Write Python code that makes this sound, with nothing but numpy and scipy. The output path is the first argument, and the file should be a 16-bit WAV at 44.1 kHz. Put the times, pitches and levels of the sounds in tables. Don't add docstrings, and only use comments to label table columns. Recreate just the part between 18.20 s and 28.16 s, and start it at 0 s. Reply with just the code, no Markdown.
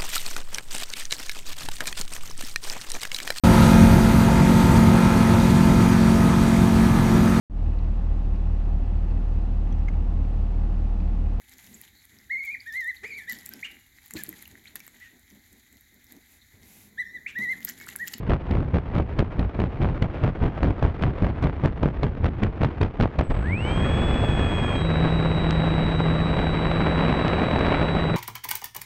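import sys
import numpy as np
from scipy import signal
from scipy.fft import rfft, irfft
from scipy.io import wavfile
from scipy.ndimage import uniform_filter1d

SR = 44100
rng = np.random.default_rng(int(sys.argv[2]) if len(sys.argv) > 2 else 0)


def generate_wav(sig):
    pcm = np.round(np.clip(np.atleast_2d(sig).T, -1, 1) * 32767).astype(np.int16)
    wavfile.write(sys.argv[1], SR, pcm)


N = 439236
TIME = np.arange(N) / SR
MOTOR_START_S, BLADE_COUNT = 5.034, 2

# start_s, strength_db, length_s
WAKES = [(0.093, -21.5, 0.059), (0.307, -29.5, 0.13), (0.54, -23.5, 0.049), (0.748, -25.5, 0.071),
         (0.988, -19, 0.031), (1.195, -31, 0.062), (1.393, -28, 0.068), (1.605, -26, 0.12),
         (1.818, -32.5, 0.05), (2.03, -23.5, 0.063), (2.219, -24, 0.063), (2.43, -23.5, 0.075),
         (2.628, -23.5, 0.057), (2.823, -26, 0.08), (3.018, -25.5, 0.082), (3.23, -24, 0.059),
         (3.438, -18.5, 0.04), (3.626, -25, 0.061), (3.829, -26, 0.049), (4.035, -23, 0.05),
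         (4.221, -26, 0.059), (4.412, -21, 0.061), (4.609, -24, 0.054), (4.798, -20.5, 0.064),
         (4.988, -20, 0.037), (5.1, -28, 0.017)]
# frequency_hz, relative_db
CRACKLE_SPECTRUM = [(50, -10.5), (150, -1), (300, 2), (600, -3), (1200, -10), (2300, -18), (3300, -26.5),
                    (4500, -37), (6000, -47.5), (8500, -59), (14000, -76)]


def wake_slaps(thump_lead_s=0.0045, thump_stretch=1.24, thump_growth=0.36):
    # frequency_hz, relative_db
    thump_spectrum = [(8, -36.5), (25, -4.5), (70, 2), (130, -1.5), (220, -8.5), (400, -19), (900, -31.5),
                      (4500, -100)]
    crackle, thump = np.zeros((2, N))
    for start_s, strength_db, length_s in WAKES:
        near = slice(max(int((start_s - .05) * SR), 0), int((start_s + .25) * SR))
        age = TIME[near] - start_s
        crackle[near] += gain_of(strength_db) * swell(age, length_s, rise_s=0.0017)
        thump_shape = swell(age + thump_lead_s, length_s * thump_stretch, rise_s=0.0019)
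        thump[near] += gain_of(thump_growth * strength_db) * thump_shape
    swing = buffet(thump_spectrum, steady_hz=29.8)
    tearing = turbulence(CRACKLE_SPECTRUM, gust_db=3.0, gust_hz=220,
                         eddies_per_s=750, eddy_share=0.74, steady_hz=45)
    return gain_of(-3.5) * crackle * tearing * crests(swing, depth_db=4.5) + gain_of(-10) * thump * swing


def wake_snaps(peak_s=0.0034, size=900):
    # start_s, strength_db
    cracks = [(.094, -25), (.132, -27), (.308, -24), (.543, -34), (.747, -28), (0.78, -23.5), (.988, -16),
              (1.191, -21), (1.398, -22.5), (1.623, -26), (1.821, -16.5), (2.035, -27), (2.428, -21),
              (2.624, -22), (2.821, -19), (2.834, -26), (3.223, -23), (3.237, -21.5), (3.629, -22.5),
              (3.83, -17.5), (4.06, -24), (4.231, -16), (4.431, -21), (4.445, -19.5), (4.611, -15),
              (4.629, -19), (4.807, -17.5), (4.822, -19), (4.986, -17.5), (5.008, -25), (5.099, -31)]
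    # frequency_hz, relative_db
    edge_spectrum = [(50, -12), (250, 3.5), (900, -9), (2400, -11.5), (4000, -19.5), (6000, -34.5),
                     (10000, -50.5), (14000, -70)]
    age = np.arange(size) / (peak_s * SR)
    envelope = (age * np.exp(1 - age)) ** 3
    bursts = np.zeros(N)
    for start_s, strength_db in cracks:
        bursts[int(start_s * SR):][:size] += gain_of(strength_db) * rng.standard_normal(size) * envelope
    return gain_of(-6) * colour(bursts, edge_spectrum)


def eddy_pops(reach=1500):
    # time_s, peak_db, half_width_s
    eddies = [(.117, -13, .00036), (.1352, -13, .00032), (.3103, -8, .0019), (.557, -11, .0016),
              (.7995, -11, .0005), (1.0265, -9, .0008), (1.1943, -9, .0026), (1.392, -15, .00038),
              (1.4028, -11, .0009), (1.6548, -14, .00041), (1.8248, -8, .003), (2.4321, -9.5, .00028),
              (2.6267, -10, .00038), (2.6525, -4.5, .0015), (2.8369, -8, .00022), (3.2397, -16, .00052),
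              (3.4556, -13.5, .00046), (3.6354, -6, .00054), (3.659, -10, .0006), (3.833, -12.5, .00051),
              (4.614, -12, .00045), (4.65, -16, .00046), (4.8573, -8.5, .00044), (4.9905, -9.5, .00079),
              (5.0106, -7.5, .00064), (6.04, -11, .0005), (6.4475, -9.5, .0004), (7.059, -12, .0003),
              (7.441, -11.5, .0004), (7.477, -11.5, .0005), (7.3088, -10, .000115), (7.805, -9.5, .00024),
              (8.4563, -9, .00026), (8.606, -10, .00023), (8.7595, -10.5, .00028), (8.8135, -10.5, .0003),
              (9.0144, -9.5, .00034), (9.0816, -9.5, .000145), (9.3858, -9, .00036), (9.3918, -17, .00013),
              (9.411, -10, .00042), (9.4667, -10.5, .00018)]
    pressure = np.zeros(N)
    for time_s, peak_db, half_width_s in eddies:
        offset = np.arange(-reach, reach) / (half_width_s * SR)
        spike = np.hanning(2 * reach) * (1 - offset ** 2) / (1 + offset ** 2) ** 2
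        pressure[int(time_s * SR) - reach:][:2 * reach] += gain_of(peak_db) * spike
    return pressure


def airflow(blade_turns, load, slow_pulsing=0.58, loaded_pulsing=0.073):
    # time_s, rumble_trend_db, rush_trend_db
    glide_levels = [(0, -30.5, -39.5), (2.3, -31, -35), (4.1, -28, -37.5), (5.05, -37, -37.5)]
    # time_s, rumble_trend_db, rush_trend_db
    wash_levels = [(5.1, -31, -29.5), (5.36, -31.5, -39), (5.5, -24, -30.5), (6.1, -22.5, -30),
                   (6.55, -27, -31), (6.9, -26.5, -29.5), (8.6, -28, -28.5), (8.85, -28.5, -26.5),
                   (9.35, -29.5, -24.5), (9.96, -28.5, -29)]
    # frequency_hz, relative_db
    rumble_spectrum = [(8, -38.5), (20, -2.5), (40, 0.5), (70, 4), (130, -2.5), (220, -10), (450, -24.5),
                       (3000, -100)]
    # frequency_hz, relative_db
    wash_spectrum = [(50, -9), (150, 3.5), (300, 0.5), (600, -3.5), (1500, -12), (2400, -16.5),
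                     (3000, -22.5), (4000, -31), (5000, -43), (7000, -58), (9000, -64), (14000, -77)]
    rumble_db, rush_db = curves(list(glide_levels) + list(wash_levels))
    swing = buffet(rumble_spectrum, steady_hz=6.6)
    rumble = gain_of(rumble_db + 1.35) * lulls(delay_s=.125, half_length_s=.03, depth_db=-5) * swing
    wind = turbulence(CRACKLE_SPECTRUM, gust_db=2.5, gust_hz=90,
                      eddies_per_s=1500, eddy_share=0.55, steady_hz=12)
    wind *= gain_of(-0.4) * lulls(delay_s=0.099, half_length_s=0.031, depth_db=-3.5)
    wash = turbulence(wash_spectrum, gust_db=1.36, gust_hz=100,
                      eddies_per_s=700, eddy_share=0.53, steady_hz=12, largest=1.8)
    wash *= gain_of(3.5) * crests(swing, depth_db=1.26)
    powered = ramp(TIME, [5.1, 5.45])
    rush = np.sqrt(1 - powered) * wind + np.sqrt(powered) * wash
    depth = ramp(TIME, [MOTOR_START_S, 5.1]) * np.interp(load, [0, 1], [slow_pulsing, loaded_pulsing])
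    pulsing = 1 + depth * np.cos(2 * np.pi * blade_turns)
    surges = gain_of(1.1 * wander(14))
    return rumble + gain_of(rush_db) * surges * pulsing * rush


def climb(speed, turns, load):
    # shaft_multiple, level_re_whine_db
    overtones = [(25, -14), (36, -11), (96, -31), (144, -46)]
    # time_s, level_db
    whine_levels = [(5.5, -41), (6.4, -38.5)]
    idle = 1 - load
    beat_on, whine_on = ramp(speed, [4, 12]), ramp(speed, [27, 33])
    overtones_on, whistle_on = ramp(speed, [44, 68]), ramp(speed, [0, 1])
    beat_db, whistle_db = -23.5 * idle - 48 * load, -68.5 * idle - 57 * load
    beat = gain_of(beat_db) * blade_tone(turns, peaked=np.interp(speed, [18, 60], [.6, .22]))
    whine = motor_whine(speed, turns, overtones, overtones_on, waver_db=1 + .8 * idle)
    whine *= gain_of(curves(whine_levels)[0])
    whistle = gain_of(whistle_db) * controller_whistle(turns, lift_db=4 * idle, waver_db=4 + 1.5 * idle)
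    return beat_on * beat + whine_on * whine + whistle_on * whistle + load * blade_hiss()


def cruise(speed, turns):
    # shaft_multiple, level_re_whine_db
    overtones = [(24, -16), (25, -19), (35, -20), (75, -38), (96, -42), (123, -45), (144, -47), (147, -52)]
    # time_s, level_db
    drone_levels = [(6.9, -23.5), (8.2, -26), (8.85, -27), (9.05, -32), (9.5, -48), (9.65, -27.5),
                    (9.96, -25)]
    whine = gain_of(-40.5) * motor_whine(speed, turns, overtones, overtones_on=1, waver_db=0.8)
    drone = gain_of(curves(drone_levels)[0]) * blade_tone(turns, peaked=.1)
    whistle = gain_of(-66.5) * controller_whistle(turns, lift_db=0, waver_db=4.5)
    return whine + drone + whistle + gain_of(-4) * blade_hiss()


def motor_whine(speed, turns, overtones, overtones_on, waver_db, order=48):
    further = 0
    for multiple, level_db in overtones:
        strength = gain_of(level_db + .7 * wander(6)) * housing(multiple * speed)
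        further += strength * tone(multiple * turns + rng.random())
    whine = housing(order * speed) * tone(order * turns) * gain_of(waver_db * wander(25))
    return whine + overtones_on * further * gain_of(1.8 * wander(60))


def housing(pitch_hz):
    # mode_hz, half_width_hz, boost_db
    modes = [(1700, 82, 6), (2260, 100, 14)]
    return 1 + sum((gain_of(boost_db) - 1) / (1 + ((pitch_hz - mode_hz) / half_width_hz) ** 2)
                   for mode_hz, half_width_hz, boost_db in modes)


def spin_up(turns_per_s2=157.7, knee=8.8):
    # time_s, speed_turns_per_s
    throttle = [(5.55, 68.4), (5.87, 70.75), (6.35, 69.1), (6.55, 67.65)]
    limit = curves(throttle)[0]
    free = turns_per_s2 * np.maximum(TIME - MOTOR_START_S, 0)
    return free / (1 + (free / limit) ** knee) ** (1 / knee)


def shaft_turns(speed, flutter):
    return np.cumsum(speed * (1 + flutter * wander(22))) / SR


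def blade_tone(turns, peaked):
    pulse = sum(peaked ** k * tone((k + 1) * BLADE_COUNT * turns) for k in range(4))
    return gain_of(0.88 * wander(33)) * pulse


def controller_whistle(turns, lift_db, waver_db, switch_hz=8005):
    # offset_shaft_multiple, relative_db
    bands = [(-48, -25), (-24, -21), (-2, -20), (0, 0), (2, -20), (24, -28), (48, -24)]
    whistle = 0
    for offset, relative_db in bands:
        sideband_db = (offset != 0) * (lift_db + waver_db * wander(26))
        whistle += gain_of(relative_db + sideband_db) * tone(switch_hz * TIME + offset * turns)
    return whistle


def blade_hiss():
    # frequency_hz, relative_db
    hiss_spectrum = [(2000, -21), (5000, -3.5), (9000, -19.5), (14000, -57)]
    return gain_of(-64) * colour(rng.standard_normal(N), hiss_spectrum)


def turbulence(spectrum, gust_db, gust_hz, eddies_per_s, eddy_share, steady_hz, largest=3):
    gusts = gain_of(gust_db * np.clip(wander(gust_hz), -2, 2))
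    sizes = np.minimum(rng.exponential(1, N), largest)
    eddies = sizes * (rng.random(N) < eddies_per_s / SR)
    smooth = np.sqrt(1 - eddy_share) * rng.standard_normal(N)
    spiky = np.sqrt(eddy_share) * unit_rms(eddies - eddies.mean())
    return colour(steadied(gusts * (smooth + spiky), steady_hz), spectrum)


def buffet(spectrum, steady_hz):
    return steadied(signal.hilbert(colour(rng.standard_normal(N), spectrum)), steady_hz)


def crests(swing, depth_db):
    return steadied(gain_of(depth_db * np.clip(swing, -1.8, 1.8)), hz=10)


def lulls(delay_s, half_length_s, depth_db):
    coarse_s = TIME[::64]
    calm = sum(np.exp(-np.minimum(abs(coarse_s - start_s - delay_s) / half_length_s, 10) ** 2)
               for start_s, _, _ in WAKES)
    return gain_of(depth_db * np.interp(TIME, coarse_s, calm))


def swell(age, length_s, rise_s):
    front = .5 * (1 + np.tanh(age / (2 * rise_s)))
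    return front * np.exp(-(np.maximum(age, 0) / length_s) ** 3)


def wander(hz):
    coarse_s = TIME[::16]
    count = len(coarse_s)
    rolloff = np.exp(-(np.fft.rfftfreq(count, coarse_s[1]) / hz) ** 2)
    drift = irfft(rfft(rng.standard_normal(count)) * rolloff, count)
    return np.interp(TIME, coarse_s, unit_rms(drift))


def colour(x, spectrum, size=8192):
    hz, db = np.transpose(spectrum)
    bin_hz = abs(np.fft.fftfreq(size, 1 / SR))
    gain = gain_of(np.interp(np.log(bin_hz + 1), np.log(hz), db))
    minimum_phase = np.exp(np.conj(signal.hilbert(np.log(gain))))
    taps = np.fft.ifft(minimum_phase).real[:size // 2]
    return signal.oaconvolve(x, taps / np.linalg.norm(taps))[:N]


def steadied(x, hz):
    power = abs(uniform_filter1d(abs(x) ** 2, int(SR / hz)))
    return unit_rms(x.real / np.sqrt(power + 1e-9))


def curves(rows):
    time_s, *columns = np.transpose(rows)
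    return [np.interp(TIME, time_s, column) for column in columns]


def ramp(x, span):
    return np.interp(x, span, [0, 1])


def tone(cycles):
    return np.sqrt(2) * np.cos(2 * np.pi * cycles)


def gain_of(db):
    return 10 ** (np.asarray(db) / 20)


def unit_rms(x):
    return x / np.sqrt(np.mean(x ** 2) + 1e-20)


def scene(crossfade_s=(6.55, 6.68), load_turns_per_s=(50, 64)):
    # time_s, speed_turns_per_s
    cruise_speeds = [(6.6, 80.85), (7.5, 80.78), (8.1, 81.0), (8.55, 81.45), (9.25, 81.15), (9.96, 81.4)]
    climb_speed, cruise_speed = spin_up(), curves(cruise_speeds)[0]
    climb_turns = shaft_turns(climb_speed, flutter=0.00068)
    cruise_turns = shaft_turns(cruise_speed, flutter=.0004)
    load, cruising = ramp(climb_speed, load_turns_per_s), ramp(TIME, crossfade_s)
    drive = (1 - cruising) * climb(climb_speed, climb_turns, load)
    drive += np.sqrt(cruising) * cruise(cruise_speed, cruise_turns)
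    air = airflow(BLADE_COUNT * np.where(cruising < .5, climb_turns, cruise_turns), load)
    return (wake_slaps() + wake_snaps() + air + eddy_pops() + drive)[None]


def record(dry):
    ceiling, cutoff_hz = .5, 13000
    clipped = dry / (1 + (dry / ceiling) ** 8) ** (1 / 8)
    lowpass = signal.firwin(511, cutoff_hz, window=("kaiser", 9), fs=SR)
    return signal.oaconvolve(clipped, lowpass[None], "same")


dry = scene()
out = record(dry)
generate_wav(out)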